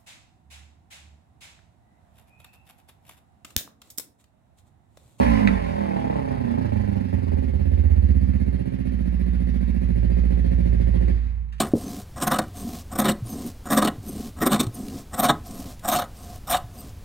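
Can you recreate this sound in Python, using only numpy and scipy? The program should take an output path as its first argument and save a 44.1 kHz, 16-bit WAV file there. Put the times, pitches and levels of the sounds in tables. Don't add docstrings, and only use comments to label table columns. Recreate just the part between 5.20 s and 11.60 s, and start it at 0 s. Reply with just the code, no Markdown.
import sys
import numpy as np
from scipy import signal
from scipy.fft import rfft, irfft, next_fast_len
from scipy.io import wavfile
from scipy.ndimage import uniform_filter1d

SR = 44100
rng = np.random.default_rng(int(sys.argv[2]) if len(sys.argv) > 2 else 0)


def voltage_ratio(level):
    return 10 ** (np.asarray(level, float) / 20)


def master(y):
    cut = np.clip(np.atleast_2d(y).T, -1, 1)
    pcm = np.round(cut * 32767)
    wavfile.write(sys.argv[1], SR, pcm.astype(np.int16))


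N = 282240

# freq_hz, relative_db
AIR = [(88, -26.5), (150, 6.5), (205, -8), (604, -50), (888, -25), (1030, -25), (2100, -40), (12000, -52.5),
       (15600, -99), (22000, -120)]
AIR_DB = -53
# freq_hz, t60_s
REVERB = [(100, .7), (1000, .24), (4000, .075), (10000, .045)]
# freq_hz, level_db
WET = [(60, -32), (110, -21), (200, -15), (350, -13), (600, -19), (1100, -8), (2000, -6), (3500, 1),
       (6000, 6), (8000, 4), (10500, 1)]
# freq_hz, gain_db
RIGHT_PORT = [(60, 4), (160, 8), (300, 4.5), (600, 12), (1000, 2.5), (2000, 9), (4500, -7.5), (10000, -10)]
LEFT_PORT = [(60, -4), (160, -9.5), (250, -6), (410, 4), (660, 11), (1060, 0.5), (2000, 4), (4500, -4.5),
             (10000, -10), (12300, -10.5)]
# freq_hz, lead_rad
LEFT_LEAD = [(0, -0.5), (200, -1.33), (300, -2.5), (520, -3.4), (1120, -3.5), (1640, -1.6), (2500, -.2),
             (2930, 2.5), (3700, 4.8), (4480, 6.7), (5000, 9.1), (5770, 10), (6200, 12.3), (6890, 12.7),
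             (8500, 13)]
# time_s, distance_m
DISTANCE = [(0, 1.63), (3.6, 1.72), (4.9, 1.31), (5.7, 1.22)]

# start_s, level_db
KEY = [(6.2854, -54.5), (6.3244, -41), (6.363, -52), (6.383, -49)]
# mode_hz, width_hz, level_db
LOCK = [(1300, 260, 11), (1810, 400, 10), (2530, 670, 6), (3100, 700, 9), (4400, 1500, 4),
        (7300, 3000, -18)]
# start_s, level_db
HARD_ONSETS = [(3.135, -40), (3.669, -41), (5.882, -39)]
# mode_hz, width_hz, level_db
ONSET_RING = [(900, 590, 13), (2000, 900, -8), (4300, 1800, -12), (10000, 3000, -24)]
# start_s, level_db before the silencer
POPS = [(.2745, -8.5), (.2825, -23)]
# mode_hz, width_hz, level_db
POP_RING = [(230, 120, 4), (600, 500, 9), (1060, 400, 12), (1450, 400, 11), (2150, 500, 8), (2650, 700, 3),
            (3700, 900, -9), (10100, 2300, -20)]
# mode_hz, width_hz, level_db
MUFFLE = [(1500, 2600, 1.5)]

# time_s, cycles_per_s
SPEED = [(0.0, 61.8), (0.14, 55.04), (0.34, 46.42), (0.53, 41.4), (0.93, 34.5), (1.03, 33.2), (1.19, 30.4),
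         (1.52, 26.7), (1.82, 23.6), (2.07, 20.4), (2.3, 17.5), (2.46, 16.54), (2.86, 15.96), (3.18, 15.87),
         (3.74, 14.82), (4.2, 14.32), (4.46, 14.72), (4.74, 13.9), (5.02, 14.66), (5.54, 13.9),
         (5.9, 14.43)]
# time_s, boom_db, throb_db, bark_db
LEVELS = [(0.0, -26.5, -21.5, -28.5), (0.12, -21.5, -19.5, -35.5), (0.23, -37.5, -22.5, -34.5),
          (0.29, -27.5, -15.5, -37.5), (0.35, -23.5, -33.5, -37), (0.42, -24, -34.5, -40),
          (0.58, -38.5, -30.5, -36.5), (1.0, -34.5, -31, -36.5), (1.4, -32.5, -27.5, -39),
          (1.6, -26.5, -29.5, -43.5), (1.75, -26.5, -28, -40), (2.2, -24.5, -33, -44),
          (2.4, -21.5, -33, -42), (2.7, -17.5, -36.5, -45), (2.9, -17, -30, -48.5),
          (3.1, -21, -28.5, -48.5), (3.2, -22.5, -28.5, -48), (3.33, -23.5, -31, -45.5),
          (3.5, -36.5, -31, -44.5), (3.7, -26.5, -30.5, -49), (4.1, -22, -31.5, -49),
          (4.5, -23.5, -30.5, -49), (4.9, -20, -31.5, -43), (5.3, -19.5, -30, -43),
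          (5.9, -19.5, -32.5, -42.5)]
# boom_db_per_s, throb_db_per_s, bark_db_per_s
FADE_DB_PER_S = [21, 98.5, 143]
# time_s, amount_0_to_1
ROUGH = [(0, .12), (.25, .35), (.5, .2), (1.3, .3), (1.9, .5), (2.3, .35), (2.6, .08), (5.8, .14)]
# time_s, against_neighbours_db
STRONG = [(.75, 3.5), (.786, 1.5), (.831, 3.5), (.894, 4.5), (.949, 4.5), (.985, 3.5), (1.098, 2), (1.3, 2),
          (1.338, 3), (1.374, 4.5), (1.412, 3), (1.445, 2), (1.484, -0.5), (1.518, 5), (1.556, 2),
          (1.592, 4), (1.636, 0), (1.674, 3), (1.727, 0.5), (1.84, -2), (1.891, -6), (1.931, 3.5),
          (2.119, 5), (2.173, 1.5), (2.227, 2)]
# time_s, boom_size_0_to_1, throb_size_0_to_1
PUMP = [(0, 0, 0.66), (.3, 0.1, 0.15), (.5, 0.2, 0.21), (1.2, 0, 0.39), (1.45, 0.43, 0.12),
        (1.7, 0.67, 0.24), (2.0, 0, 0.1), (2.25, 0.4, 0.16), (2.45, 0.05, 0.069), (3.5, 0.3, 0.021),
        (5.9, 0.07, 0.08)]
# mode_hz, width_hz, level_db
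BOOM = [(56.3, 2.82, 8), (62.4, 10.4, 4), (82.75, 6, 9.5), (108.5, 12.1, -3.5)]
# mode_hz, width_hz, level_db
SILENCER = [(110.93, 5.4, -5), (122.8, 5.2, -3), (138, 2.6, -1.5), (172.9, 5.6, -9.5), (189.9, 21, -9.5),
            (205.8, 13, -5), (236.5, 8.3, -6), (234.5, 71, -7.5), (256.3, 5.5, 7.5)]
# hot_mode_hz, cool_width_hz, cool_level_db, hot_level_db
PIPE = [(357.7, 8.9, 4, -6), (405.8, 29, 6, -4.5), (447, 30, -5, 2.5), (561, 46, 6, 2.5), (672, 24, -3, 0),
        (827.6, 43, 7.5, 6), (860, 70, 1.5, 1.5), (935, 87, -9, -4.5)]
# mode_hz, width_hz, level_db
RASP = [(1038, 35, 6.5), (1350, 73, -18), (1870, 1700, -14)]
# freq_hz, relative_db
CASES = [(680, -8.5), (1150, -11.5), (1280, -12.5), (1570, -13.5), (1660, -10.5), (1840, -10.5),
         (2440, -14.5), (3040, -13.5), (3600, -14.5), (4200, -13), (4970, -11.5), (5500, -18.5),
         (5800, -14), (6150, -27), (6450, -16.5), (7600, -24.5), (8500, -20.5), (11000, -23), (18700, -120)]
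# freq_hz, relative_db
JET = [(4590, -55), (7800, -32.5), (9290, -3), (10100, 8), (12200, 1.5), (12900, -22.5), (14800, -7.5),
       (15800, -21), (22000, -120)]
# idle_db, gain_at_rev_db, steepness, loss_per_halving_under_idle_db
RATTLE_LAW = (-52.5, 19.5, 1.24, 12)
JET_LAW = (-60.5, 15, 3.5, 1.5)

IDLE_HZ, REV_HZ = 14.5, 60
START_CYCLES, TWIN_CYCLES = .22, .25
SHORTER_HEADER_S = .0007
CUT_S, COAST_HZ_PER_S = 5.9, 27
COAST_DB, COAST_LOSS_DB_PER_S = -7, 40
JET_CUT_DB = -14
BOOM_LEAD_S = .006
BAFFLE_HZ = 309
COOL_HZ_RATIO, HOT_WIDTH_RATIO = 0.96, 1.5


def unit(x):
    return x / np.sqrt(np.mean(x ** 2) + 1e-20)


def even(x, span_s):
    size = int(span_s * SR)
    power = uniform_filter1d(x ** 2, size, mode="mirror")
    power = uniform_filter1d(power, size, mode="mirror")
    return x / np.sqrt(np.abs(power) + 1e-12)


def along(points, hz):
    f, v = np.transpose(points)
    return np.interp(np.log(hz + 1), np.log(f + 1), v)


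def curves(rows):
    s, *cols = np.transpose(rows)
    return [np.interp(np.arange(N) / SR, s, c) for c in cols]


def filtered(x, response):
    m = next_fast_len(N + SR)
    return irfft(rfft(x, m) * response(np.fft.rfftfreq(m, 1 / SR)), m)[..., :N]


def resonant(x, modes, flip=-1):
    def response(f):
        total = 0
        for k, (centre, width, db) in enumerate(modes):
            damping = 1j * f * width
            total = total + flip ** k * voltage_ratio(db) * damping / (centre * centre - f * f + damping)
        return total
    return filtered(x, response)


def softened(x, hz):
    return filtered(x, lambda f: 1 / (1 + 1j * f / hz) ** 3)


def noise(spectrum):
    return unit(filtered(rng.standard_normal(N), lambda hz: voltage_ratio(along(spectrum, hz))))


def room_air():
    return voltage_ratio(AIR_DB) * np.array([noise(AIR), noise(AIR)])


def room(x, count=40):
    step = N // count
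    out = np.zeros((2, N + 2 * SR))
    padded = np.pad(x, (step, 2 * step))
    window = np.sin(np.pi * np.arange(2 * step) / (2 * step)) ** 2
    for k in range(count + 1):
        hz, t, z = signal.stft(rng.standard_normal((2, SR // 2)), SR, nperseg=256)
        decay = voltage_ratio(-60 * t / along(REVERB, hz)[:, None])
        tail = signal.istft(z * decay, SR, nperseg=256)[1]
        tail = tail / np.linalg.norm(tail[0])
        piece = padded[k * step:][:2 * step] * window
        answer = signal.fftconvolve(piece[None], tail, axes=1)
        out[:, k * step + 250:][:, :answer.shape[1]] += answer
    return filtered(out[:, step:][:, :N], lambda f: voltage_ratio(along(WET, f)))


def bursts(events, modes, decay_s, crack):
    out, t = np.zeros(N + SR), np.arange(SR // 10) / SR
    for s, db in events:
        push = np.exp(-t / decay_s) * rng.standard_normal(len(t)) + crack * (t == 0)
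        ring = resonant(np.pad(push, (0, N - len(t))), modes, flip=1)[:SR // 5]
        out[round(s * SR):][:len(ring)] += voltage_ratio(db) * ring / np.abs(ring).max()
    return out[:N]


def key_click():
    return bursts(KEY, LOCK, decay_s=0.023, crack=3.4)


def hard_onsets():
    return bursts(HARD_ONSETS, ONSET_RING, decay_s=0.0067, crack=1.7)


def afterfire():
    return resonant(bursts(POPS, POP_RING, decay_s=0.0025, crack=4.8), MUFFLE)


def coasting_db(at):
    return (at > CUT_S * SR) * (COAST_DB - COAST_LOSS_DB_PER_S * (at / SR - CUT_S))


def with_speed(speed, idle_db, rev_db, steepness, halving_db):
    above = np.clip((speed - IDLE_HZ) / (REV_HZ - IDLE_HZ), 0, None)
    return idle_db + rev_db * above ** steepness + halving_db * np.log2(np.clip(speed / IDLE_HZ, None, 1))


def pumping(cycle):
    out = np.zeros(N)
    strokes = np.arange(int(cycle[-1]))[:, None] + TWIN_CYCLES * np.arange(2, 4)
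    at = np.interp(strokes, cycle, np.arange(N)).astype(int).ravel()
    np.add.at(out, at, voltage_ratio(coasting_db(at)))
    return out * np.clip(curves(PUMP), 0, 1)


def firings(cycle, spread_db, jitter_cycles):
    out, rough = np.zeros((2, N)), curves(ROUGH)[0]
    turns = np.arange(int(cycle[-1]))
    luck = rng.standard_normal((len(turns), 4))
    extra_db = np.zeros(len(turns))
    for s, db in STRONG:
        extra_db[round(cycle[round(s * SR)])] = db
    for k in range(2):
        due = turns + k * TWIN_CYCLES
        at = np.interp(due, cycle, np.arange(N)).astype(int)
        scattered = due + jitter_cycles * rough[at] * luck[:, k + 2]
        arrival = np.interp(scattered, cycle, np.arange(N)) - k * SHORTER_HEADER_S * SR
        size_db = extra_db + spread_db * rough[at] * luck[:, k] + coasting_db(at)
        np.add.at(out[k], np.maximum(arrival, 0).astype(int), voltage_ratio(size_db))
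    return out


def puffs(pulses, decay_s):
    return unit(signal.lfilter([1], [1, -np.exp(-1 / (decay_s * SR))], pulses))


def outlet_jet(pulses, flow):
    spit = softened(puffs(pulses, decay_s=0.002), hz=300)
    return even(noise(JET) * (.5 + 1.2 * spit + 0.81 * flow), span_s=0.086)


def outlet_rasp(turbulence):
    rasp = resonant(turbulence + rng.standard_normal(N), RASP)
    return unit(resonant(rasp, [(1520, 1300, 0)]))


def valve_rattle(flow, turbulence, bright):
    cases = noise(CASES) * (0.74 + 0.5 * flow)
    return even(cases + 1.22 * bright * outlet_rasp(turbulence), span_s=0.56)


def pipe_bark(pulses, turbulence, speed, bright):
    gas = unit(pulses) + .15 * turbulence + .025 * rng.standard_normal(N)
    hot = resonant(gas, [(hz, w * HOT_WIDTH_RATIO, db) for hz, w, _, db in PIPE], flip=0.93)
    cool = resonant(gas, [(hz * COOL_HZ_RATIO, w, db) for hz, w, db, _ in PIPE], flip=0.82)
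    heat = np.clip((speed - IDLE_HZ) / 22, 0, 1)
    ring = resonant(heat * hot + (1 - heat) * cool, [(532, 450, 0)])
    return even(softened(ring, hz=403) + bright * softened(ring, hz=2250), span_s=0.59)


def silencer_throb(first, second, pumped, turbulence, speed):
    slugs = -unit(.6 * first + second + pumped) + .07 * turbulence + .02 * rng.standard_normal(N)
    slugs = filtered(slugs, lambda f: 1 / (1 - (f / BAFFLE_HZ) ** 2 + 1.1j * f / BAFFLE_HZ) ** 3)
    box = resonant(slugs, SILENCER, flip=0.84)
    warm = resonant(box, [(105, 12, -7), (203.3, 111, -1.3)], flip=0.71)
    cool = resonant(box, [(105, 12, -7), (179.3, 64, 0.96)], flip=0.71)
    heat = np.clip((speed - IDLE_HZ) / 3, 0, 1)
    return even(softened(heat * warm + (1 - heat) * cool, hz=920), span_s=0.12)


def room_boom(pushes):
    def radiation(f):
        ratio = f / 53
        highpass = (ratio ** 2 / (1 - ratio ** 2 + 0.6j * ratio)) ** 2
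        return highpass * np.exp(2j * np.pi * f * BOOM_LEAD_S)
    return even(softened(filtered(resonant(pushes, BOOM), radiation), hz=390), span_s=0.19)


def engine():
    off_s = np.maximum(np.arange(N) / SR - CUT_S, 0)
    speed = np.maximum(curves(SPEED)[0] - COAST_HZ_PER_S * off_s, 1)
    cycle = START_CYCLES + np.cumsum(speed) / SR
    first, second = firings(cycle, spread_db=5, jitter_cycles=.015)
    pulses = first + voltage_ratio(-1.5) * second
    pumped_boom, pumped_throb = pumping(cycle)
    flow = softened(puffs(np.sqrt(pulses), decay_s=.008), hz=400)
    turbulence = flow * rng.standard_normal(N)
    bright = np.clip(speed / 40, 0, 1) ** 1.97

    boom_db, throb_db, bark_db = curves(LEVELS) - np.outer(FADE_DB_PER_S, off_s)
    near_db = 20 * np.log10(DISTANCE[0][1] / curves(DISTANCE)[0])
    rattle_db = with_speed(speed, *RATTLE_LAW) + near_db
    jet_db = with_speed(speed, *JET_LAW) + JET_CUT_DB * (off_s > 0)

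    out = voltage_ratio(boom_db) * room_boom(pulses + pumped_boom)
    out += voltage_ratio(throb_db) * silencer_throb(first, second, pumped_throb, turbulence, speed)
    out += voltage_ratio(bark_db) * pipe_bark(pulses, turbulence, speed, bright)
    out += voltage_ratio(rattle_db) * valve_rattle(flow, turbulence, bright)
    return out + voltage_ratio(jet_db) * outlet_jet(pulses, flow)


def scene():
    motor = engine()
    sharp = afterfire() + key_click() + hard_onsets()
    walls = room(motor + 0.81 * sharp)
    shared = filtered(motor + walls, lambda f: 1 / np.sqrt(1 + voltage_ratio(2 * along(WET, f))))
    return sharp + shared + room_air()


def roll_off(x):
    return signal.sosfilt(signal.butter(12, 12300, fs=SR, output="sos"), x)


def record(dry):
    def ports(hz):
        lead_rad = np.interp(hz, *np.transpose(LEFT_LEAD))
        left = voltage_ratio(along(LEFT_PORT, hz)) * np.exp(1j * lead_rad)
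        return np.array([left, voltage_ratio(along(RIGHT_PORT, hz))])
    return roll_off(filtered(dry, ports))


dry = scene()
out = record(dry)
master(out)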